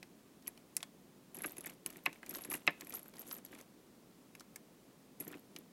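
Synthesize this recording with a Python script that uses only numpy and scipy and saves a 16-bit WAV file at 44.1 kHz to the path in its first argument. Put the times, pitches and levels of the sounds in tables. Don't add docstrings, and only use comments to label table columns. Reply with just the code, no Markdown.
import sys
import numpy as np
from scipy import signal
from scipy.fft import rfft, irfft, next_fast_len
from scipy.io import wavfile

SR = 44100
rng = np.random.default_rng(int(sys.argv[2]) if len(sys.argv) > 2 else 0)


def pcm_store(signal):
    levels = np.round(np.clip(np.atleast_2d(signal), -1, 1) * 32767)
    wavfile.write(sys.argv[1], SR, levels.astype(np.int16).T)


N = 252252
AFTER_BLOW = np.arange(SR // 8) / SR


def from_db(db):
    return 10 ** (np.asarray(db) / 20)


def rms_one(x):
    return x / np.sqrt(np.mean(x ** 2) + 1e-20)


def coloured(x, spectrum):
    size = next_fast_len(N)
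    hz = np.maximum(np.arange(size // 2 + 1) * SR / size, 1)
    points = np.array(spectrum)
    level_db = np.interp(np.log(hz), np.log(points[:, 0]), points[:, 1])
    return rms_one(irfft(rfft(x, size) * from_db(level_db), size)[:N])


def band(x, low_hz, high_hz):
    return signal.sosfilt(signal.butter(2, [low_hz, high_hz], "band", fs=SR, output="sos"), x)


def placed(times, sounds):
    out = np.zeros(N + sounds.shape[1])
    for s, sound in zip(times, sounds):
        out[round(s * SR):][:len(sound)] += sound
    return out[:N]


def struck(hz, modes, count, rise_s, spread_db, lasting=1, scatter=1):
    t = AFTER_BLOW
    chance = rng.random((count, 2 * len(modes)))
    out = 0
    for k, (factor, level_db, t60) in enumerate(modes):
        strength = from_db(level_db + spread_db * (2 * chance[:, [2 * k]] - 0.5))
        fade = from_db(-60 * np.maximum(t - rise_s, 0) / (t60 * lasting))
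        phase = scatter * chance[:, [2 * k + 1]]
        cycles = hz * factor * (t - rise_s) + phase
        out = out + strength * fade * np.cos(2 * np.pi * cycles)
    onset = np.sin(np.pi / 2 * np.minimum(t / rise_s, 1)) ** 2
    return out * onset


# (frequency [Hz], relative level [dB])
AIR_SPECTRUM = [(15, -54.5), (25, -26), (53, -17), (74, -23), (91, -17.5), (141, -8.5), (189, -3),
                (255, -3.5), (604, -15), (812, -19), (1150, -21), (1590, -26), (1780, -25), (2810, -27.5),
                (15800, -32)]
AIR_DB = -62


def ventilation_and_hiss():
    return from_db(AIR_DB) * coloured(rng.standard_normal(N), AIR_SPECTRUM)


HUM_HZ, HUM_DB = 52.1, -92


def hum():
    return from_db(HUM_DB) * np.sin(2 * np.pi * HUM_HZ * np.arange(N) / SR)


BOOTH_T60_S, BOOTH_DB = 0.25, -26.5


def booth(x):
    t = np.arange(SR // 4) / SR
    fade = from_db(-60 * t / BOOTH_T60_S)
    tail = band(rng.standard_normal(len(t)), 400, 6900) * fade * (t > .004)
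    tail = tail / np.sqrt(np.sum(tail ** 2))
    return from_db(BOOTH_DB) * signal.fftconvolve(x, tail)[:N]


# (start [s], length [s], bright rattle level [dB], dull rubbing level [dB])
HANDLING_SPELLS = [(0.457,.04,-77,-72),(0.531,.05,-80,-77.5),(0.745,.09,-73,-80.5),(1.354,.07,-69.5,-62.5),(1.432,.05,-61.5,-60.5),(1.492,.04,-76,-64),(1.561,.16,-76.5,-65.5),(1.868,.12,-76,-65),(2.059,.11,-79.5,-70),(2.228,.05,-85.5,-68),(2.293,.035,-69.5,-61.5),(2.343,.045,-62.5,-56.5),(2.409,.06,-72,-63),(2.502,.055,-57.5,-58.5),(2.566,.06,-74.5,-68),(2.68,0.11,-86.5,-67.5),(2.802,0.11,-74,-66),(2.929,.055,-65,-60),(3.003,.085,-74.5,-70.5),(3.139,.09,-71,-64.5),(3.258,.12,-64.5,-63.5),(3.451,.04,-76,-69),(3.518,.09,-73,-63),(5.204,.03,-66.5,-63),(5.271,.04,-69.5,-64),(5.328,.04,-81,-64.5),(5.502,.1,-82.5,-74)]
SPELL_RISE_S, SPELL_FALL_S = 0.0088, 0.023


def busy():
    t = np.arange(0, N / SR + .002, .001)
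    start, length, *levels_db = np.array(HANDLING_SPELLS).T[:, :, None]
    before = np.minimum(t - start, 0) / SPELL_RISE_S
    after = np.maximum(t - start - length, 0) / SPELL_FALL_S
    shape = np.exp(-before ** 2 - after ** 2)
    gains = []
    for level_db in levels_db:
        power = np.sum((from_db(level_db) * shape) ** 2, axis=0)
        gains.append(np.interp(np.arange(N) / SR, t, np.sqrt(power + 1e-12)))
    return gains


SMALL_SPREAD_DB = 1.5


def small_touches(gain, count):
    chance = rng.random((count, 4))
    share = np.cumsum(gain ** .7)
    targets = share[-1] * (np.arange(count) + chance[:, 0]) / count
    at = np.searchsorted(share, targets).clip(0, N - 1)
    level_db = 20 * np.log10(gain[at]) + SMALL_SPREAD_DB * (2 * chance[:, 1] - 1)
    return at / SR, level_db, chance[:, 2], chance[:, 3]


def grains(per_s, spread_db, clump_db):
    size_db = spread_db * np.minimum(rng.exponential(1, N), 5)
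    sizes = from_db(size_db) * rng.choice([-1, 1], N)
    clumps = from_db(clump_db * rms_one(band(rng.standard_normal(N), 24, 120)))
    return sizes * clumps * (rng.random(N) < per_s / SR)


# (frequency [Hz], relative level [dB])
RATTLE_SPECTRUM = [(2500, -37), (4000, -14), (9500, 1), (10800, -11), (11280, 1.5), (11900, -12),
                   (12750, -0.5), (13400, -10.5), (15500, -16.5)]
RUBBING_SPECTRUM = [(400, -5.5), (800, 1.5), (1500, -3), (2300, -4.5), (3500, -4), (5000, -14.5)]
RUMBLE_SPECTRUM = [(100, -27), (170, -7.5), (300, 0.5), (450, -8), (700, -9.5), (1200, -45)]
RUMBLE_OVER_RUB_DB = 1.5


def handling(rattle, rub):
    bright = coloured(grains(per_s=5000.0, spread_db=7.0, clump_db=4.5), RATTLE_SPECTRUM)
    dull = coloured(grains(per_s=2200.0, spread_db=0.0, clump_db=4.5), RUBBING_SPECTRUM)
    low = coloured(grains(per_s=330.0, spread_db=1.5, clump_db=0.5), RUMBLE_SPECTRUM)
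    return rattle * bright + rub * dull + from_db(RUMBLE_OVER_RUB_DB) * rub * low


# (time [s], level before trim [dB])
BENCH_THUDS = [(1.377,-47),(1.39,-52),(1.451,-39.5),(1.493,-51),(1.585,-44.5),(1.665,-47),(1.858,-45),(1.961,-48),(2.075,-41.5),(2.315,-47),(2.384,-70),(2.453,-46),(2.486,-44.5),(2.517,-46.5),(2.547,-41.5),(2.676,-32.5),(2.829,-50.5),(3.279,-50),(3.509,-52.5),(3.534,-54),(5.207,-43),(5.273,-40.5),(5.311,-47.5),(5.349,-41.5),(5.55,-50),(5.584,-49.5)]
# (frequency [Hz], relative level [dB], t60 [s])
BENCH_TOP_MODES = [(160, -7, .09), (294, -0.5, .08), (360, 0, 0.044), (481, -8.5, 0.094)]


def thuds():
    s, level_db = np.transpose(BENCH_THUDS)
    modes = struck(1, BENCH_TOP_MODES, count=len(s), rise_s=0.0097, spread_db=1.0)
    return placed(s - .004, from_db(level_db - 5.5)[:, None] * modes)


# (time [s], level before trim [dB], pitch [Hz])
BENCH_KNOCKS = [(.028,-42.5,2260),(.4648,-48,2720),(.4682,-54,2570),(.4773,-41,2210),(.576,-51,2730),(.7673,-36.5,2270),(.8047,-47,2330),(.8286,-35,3010),
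                (1.3473,-51,2660),(1.3906,-48,2190),(1.4062,-45,1900),(1.4355,-43,2130),(1.4414,-34.5,1700),(1.4445,-33,2380),(1.4486,-34,1420),(1.5685,-46.5,2330),(1.5826,-50,2300),(1.6407,-52,2630),(1.647,-41.5,2050),(1.6614,-48,2200),(1.6652,-37,2020),(1.695,-45,2600),
                (1.8615,-36.5,2640),(1.9,-49,2620),(1.9588,-46.5,2140),(1.9805,-56,2430),(2.0565,-39.5,2550),(2.0615,-18,2324),(2.0642,-28.5,2570),(2.0925,-48,2200),(2.1279,-45,2380),(2.1586,-52,2060),(2.2311,-40.5,1810),
                (2.2672,-49,2180),(2.302,-51,2100),(2.31,-47.5,2250),(2.3473,-43,1670),(2.357,-44,1190),(2.4495,-42,2350),(2.474,-52,1880),(2.511,-42.5,2550),(2.5156,-36,2180),(2.5215,-36,1070),(2.539,-32.5,2320),(2.5435,-35,2540),(2.5485,-38,1780),(2.6189,-56,2500),
                (2.668,-37,2600),(2.6763,-11.5,2324),(2.6947,-35,1810),(2.7044,-44,2050),(2.8095,-44.5,2220),(2.8195,-42.5,1990),(2.87,-47.5,2140),(2.906,-47,2170),(2.9354,-45,1120),(2.9422,-44,1240),(2.993,-59,1600),(3.0582,-54,1430),
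                (3.1386,-54,2050),(3.1823,-52.5,1700),(3.3137,-42,1170),(3.3303,-47.5,1160),(3.4488,-57,2000),(3.529,-46,1820),(3.5518,-49.5,2110),(3.5904,-54,2030),
                (4.351,-45,2410),(4.4081,-48,1223),(4.5594,-42.5,1970),(5.2074,-47,2270),(5.2236,-52,1240),(5.269,-48,1680),(5.2822,-51,1980),(5.3031,-50.5,2220),(5.332,-44,1580),(5.3414,-41.5,2330),(5.563,-40.5,2660)]
# (pitch ratio [1], relative level [dB], share of the knock's t60 [1])
BLOW_MODES = [(1.11, -8, .55), (.99, -17, 0.29), (.88, -12.5, 0.82), (0.35, -20, 0.54), (1.65, -16.5, 0.28),
              (2.2, -23, 0.28)]
# (frequency [Hz], relative level [dB], t60 [s])
BENCH_AND_FRAME_MODES = [(575, -30, .08), (695, -30, .06), (900, -33, .06), (1070, -29, .07),
                         (1280, -36, .07), (1490, -35, .06), (1660, -33, .06), (1755, -30, .07),
                         (1855, -31, .07), (2085, -30, .07), (2250, -32, .07), (2520, -31, .05),
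                         (2970, -37, .035)]
KNOCK_T60_S, KNOCK_HZ, LOW_LASTS = 0.027, 2200, 0.59
HARD_CONTACT_S, SOFT_CONTACT_S, HARD_DB, SOFT_DB = .0008, 0.0014, -40.5, -55
SMALL_KNOCK_DB = 8


def knocks(rub):
    s, level_db, which, _ = small_touches(rub, count=45)
    small_hz = np.array(BENCH_KNOCKS)[(which * len(BENCH_KNOCKS)).astype(int), 2]
    small = np.transpose([s, level_db + SMALL_KNOCK_DB, small_hz])
    s, level_db, hz = np.vstack([BENCH_KNOCKS, small]).T[:, :, None]
    contact_s = np.interp(level_db, [SOFT_DB, HARD_DB], [SOFT_CONTACT_S, HARD_CONTACT_S])
    t60 = KNOCK_T60_S * (KNOCK_HZ / hz) ** LOW_LASTS
    blow = struck(hz, BLOW_MODES, count=len(s), rise_s=contact_s + 0.00037, spread_db=0.5,
                  lasting=t60, scatter=0.084)
    body = struck(1, BENCH_AND_FRAME_MODES, count=len(s), rise_s=contact_s + .001, spread_db=4.0)
    noise = band(band(rng.standard_normal(blow.shape), 490, 2900), 650, 3000)
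    fade = from_db(-6.5 - 60 * AFTER_BLOW / 0.041) + from_db(-25 - 60 * AFTER_BLOW / 0.11)
    clatter = noise * fade * np.minimum(AFTER_BLOW / (contact_s + 0.00043), 1)
    return placed(s[:, 0] - .0004, from_db(level_db + 2.5) * (blow + body + clatter))


# (time [s], ring level [dB], ring pitch [Hz], ring t60 [ms], contact tick level [dB])
BRASS_CLINKS = [(0.0294,-60.5,11300,12,-47.5),(0.424,-69,11300,8,-57),(0.4732,-47.5,11300,18,-42),(0.4784,-26,11300,5,-39),(.4878,-46,11120,12,-64),(.576,-64.5,11200,8,-54),(0.767,-26,11000,5.3,-25.5),(0.7785,-49,10600,8,-48),(.806,-62,10700,11,-48),(.8292,-61,9810,8,-33),
                (1.3459,-38,11220,11,-59),(1.3533,-42,11330,8,-46.5),(1.368,-39,11600,11,-47),(1.3872,-37.5,11160,14,-51),(1.4203,-26,11200,7,-50),(1.4373,-41,11180,11,-45),(1.4602,-33.5,11200,16,-43),(1.4663,-36,11200,15,-59),(1.485,-46,12810,8,-68),(1.4958,-60,10000,12,-50.5),(1.5196,-41,12200,9,-59),
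                (1.5688,-50,12200,25,-49),(1.582,-32,11000,7.4,-46),(1.608,-39,11140,11,-48),(1.641,-44,10200,8,-53),(1.6592,-37,11400,21,-43),(1.67,-41,10700,8,-41),(1.698,-41.5,11350,11,-46.5),(1.735,-56,11200,18,-62),
                (1.862,-25,10350,4.2,-33),(1.87,-42,13300,17,-49),(1.903,-44,11350,11,-46),(1.928,-53,10420,8,-56),(1.9692,-49.5,12680,10,-49.5),(2.0375,-51,13000,5,-66),(2.0579,-34.5,11370,12,-42),(2.0605,-44.5,11360,13,-37),(2.1294,-58,11500,8,-46),(2.23,-60,9700,8,-55),
                (2.263,-50.5,13200,8,-43),(2.2938,-35,11410,24,-42.5),(2.309,-39,11300,11,-43),(2.3403,-35,12800,11,-49),(2.3498,-55,12480,9,-38.5),(2.356,-38,12400,18,-44),(2.365,-41,10200,14,-54),(2.3707,-40,12200,8.7,-48),(2.41,-45,11600,14,-56),(2.4195,-38,11200,17,-55),(2.4379,-57,12370,29,-44.5),(2.4482,-36,11200,16,-46.5),
                (2.5008,-34.5,11200,12,-52),(2.5103,-32,11200,8.7,-53),(2.517,-35,13250,15,-40),(2.5281,-30.5,11380,13,-49),(2.5365,-39,12350,15,-38),(2.541,-30.5,11100,7.2,-40),(2.552,-37,11600,16,-42),(2.6683,-40,11440,13,-41.5),(2.676,-57,11500,8,-37),(2.707,-49.5,11400,18,-59),
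                (2.8096,-45.5,12600,16,-40.5),(2.8477,-46,11490,8,-54),(2.87,-43.5,11300,14,-52),(2.8958,-37,11600,7,-49),(2.905,-42,12540,12,-52),(2.924,-58,10700,8,-42),(2.939,-35.5,10120,22,-38),(2.9478,-30.5,11700,20,-53),(2.955,-46,12100,12,-41),(2.9668,-42,12800,30,-48),(2.993,-39.5,11300,9,-53),(3.03,-44,11300,8.5,-60),(3.059,-51,12230,9,-65),(3.082,-48.5,11800,12,-72),
                (3.139,-62.5,12800,15,-52.5),(3.1576,-54,11260,9,-65),(3.1683,-59.5,12250,14,-50),(3.183,-48,10900,13,-56),(3.194,-39,12760,26,-48.5),(3.2093,-42,12740,8,-52),(3.2179,-45,11300,8.8,-47.5),(3.277,-49,11200,12,-49),(3.2849,-47,11300,14,-51),(3.2924,-48,12190,11,-57),(3.3118,-49.5,11230,13,-37.5),(3.3196,-43,11240,18,-54),(3.3264,-32.5,12500,25,-45),(3.341,-43,12700,18,-48),(3.35,-45,12200,8,-52),(3.366,-39,11790,10,-64),
                (3.4496,-41,11440,11,-47),(3.4613,-59,11510,9,-50),(3.5195,-56,11300,8,-56.5),(3.549,-52,11200,9,-52.5),(3.5883,-55.5,11300,28,-51),(3.6118,-50,12730,7,-50),
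                (4.3515,-54,11320,12,-48),(4.3975,-56.5,11180,13,-47),(4.4068,-51,10350,5,-44),(4.5599,-40,12940,4,-37.5),
                (5.201,-35.5,11360,25,-52),(5.2062,-33,11400,12,-52),(5.2125,-38.5,10870,11,-54),(5.2254,-46,11250,7.4,-60),(5.2492,-42.5,11470,11,-65),(5.279,-39,12500,15,-45),(5.3152,-48,12830,8,-55),(5.3945,-52.5,11600,8.9,-67),(5.5632,-58,10600,8,-40),(5.5872,-44.5,11400,6.1,-62)]
# (pitch ratio [1], relative level [dB], share of the ring's t60 [1])
CASE_MODES = [(1, 0, 1.35), (1.009, -10, 3.8), (.975, -12, 1.5), (.9, -16, 1.1), (1.135, -13, 1.3),
              (1.24, -18, .6)]
SMALL_RING_DB, SMALL_TICK_DB, SMALL_RING_MS = 15.5, 3, 12
TICK_HZ, DULL_TICK_HZ, DULLING_DB = 7340, 4700, 11.5


def clinks(rattle):
    s, level_db, which, hardness = small_touches(rattle, count=60)
    small_hz = np.array(BRASS_CLINKS)[(which * len(BRASS_CLINKS)).astype(int), 2]
    small_tick_db = level_db + SMALL_TICK_DB + SMALL_SPREAD_DB * (2 * hardness - 1)
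    small = np.transpose([s, level_db + SMALL_RING_DB, small_hz,
                          np.full(len(s), SMALL_RING_MS), small_tick_db])
    s, ring_db, hz, t60_ms, tick_db = np.vstack([BRASS_CLINKS, small]).T[:, :, None]
    t = AFTER_BLOW
    wobble, narrow, broad = rng.standard_normal((len(s), 3, len(t))).swapaxes(0, 1)

    rings = struck(hz, CASE_MODES, count=len(s), rise_s=.001, spread_db=3.0, lasting=t60_ms / 1000)
    rings = rings * (1 + 1.6 * band(wobble, 120, 700))

    dull = np.clip((tick_db - ring_db) / DULLING_DB, 0, 1)
    tick_hz = TICK_HZ + (DULL_TICK_HZ - TICK_HZ) * dull
    pitched = band(narrow, 36, 1400) * np.sin(2 * np.pi * tick_hz * t)
    spread = dull * band(broad, 2300, 11000) + 1.2 * (1 - dull) * band(broad, 5140, 13750)
    fade = from_db(-60 * t / 0.017) + from_db(-18.5 - 60 * t / .05)
    ticks = (1.42 * pitched + 0.48 * spread) * fade
    return placed(s[:, 0] - .0004, from_db(ring_db - 3.5) * rings + from_db(tick_db + 4.5) * ticks)


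def scene():
    rattle, rub = busy()
    bench = clinks(rattle) + knocks(rub) + thuds() + handling(rattle, rub)
    air = ventilation_and_hiss()
    return (bench + booth(bench) + air + hum())[None]


STOP_EDGE_HZ = 16500


def record(dry):
    return signal.sosfilt(signal.cheby2(14, 45, STOP_EDGE_HZ, fs=SR, output="sos"), dry)


dry = scene()
out = record(dry)
pcm_store(out)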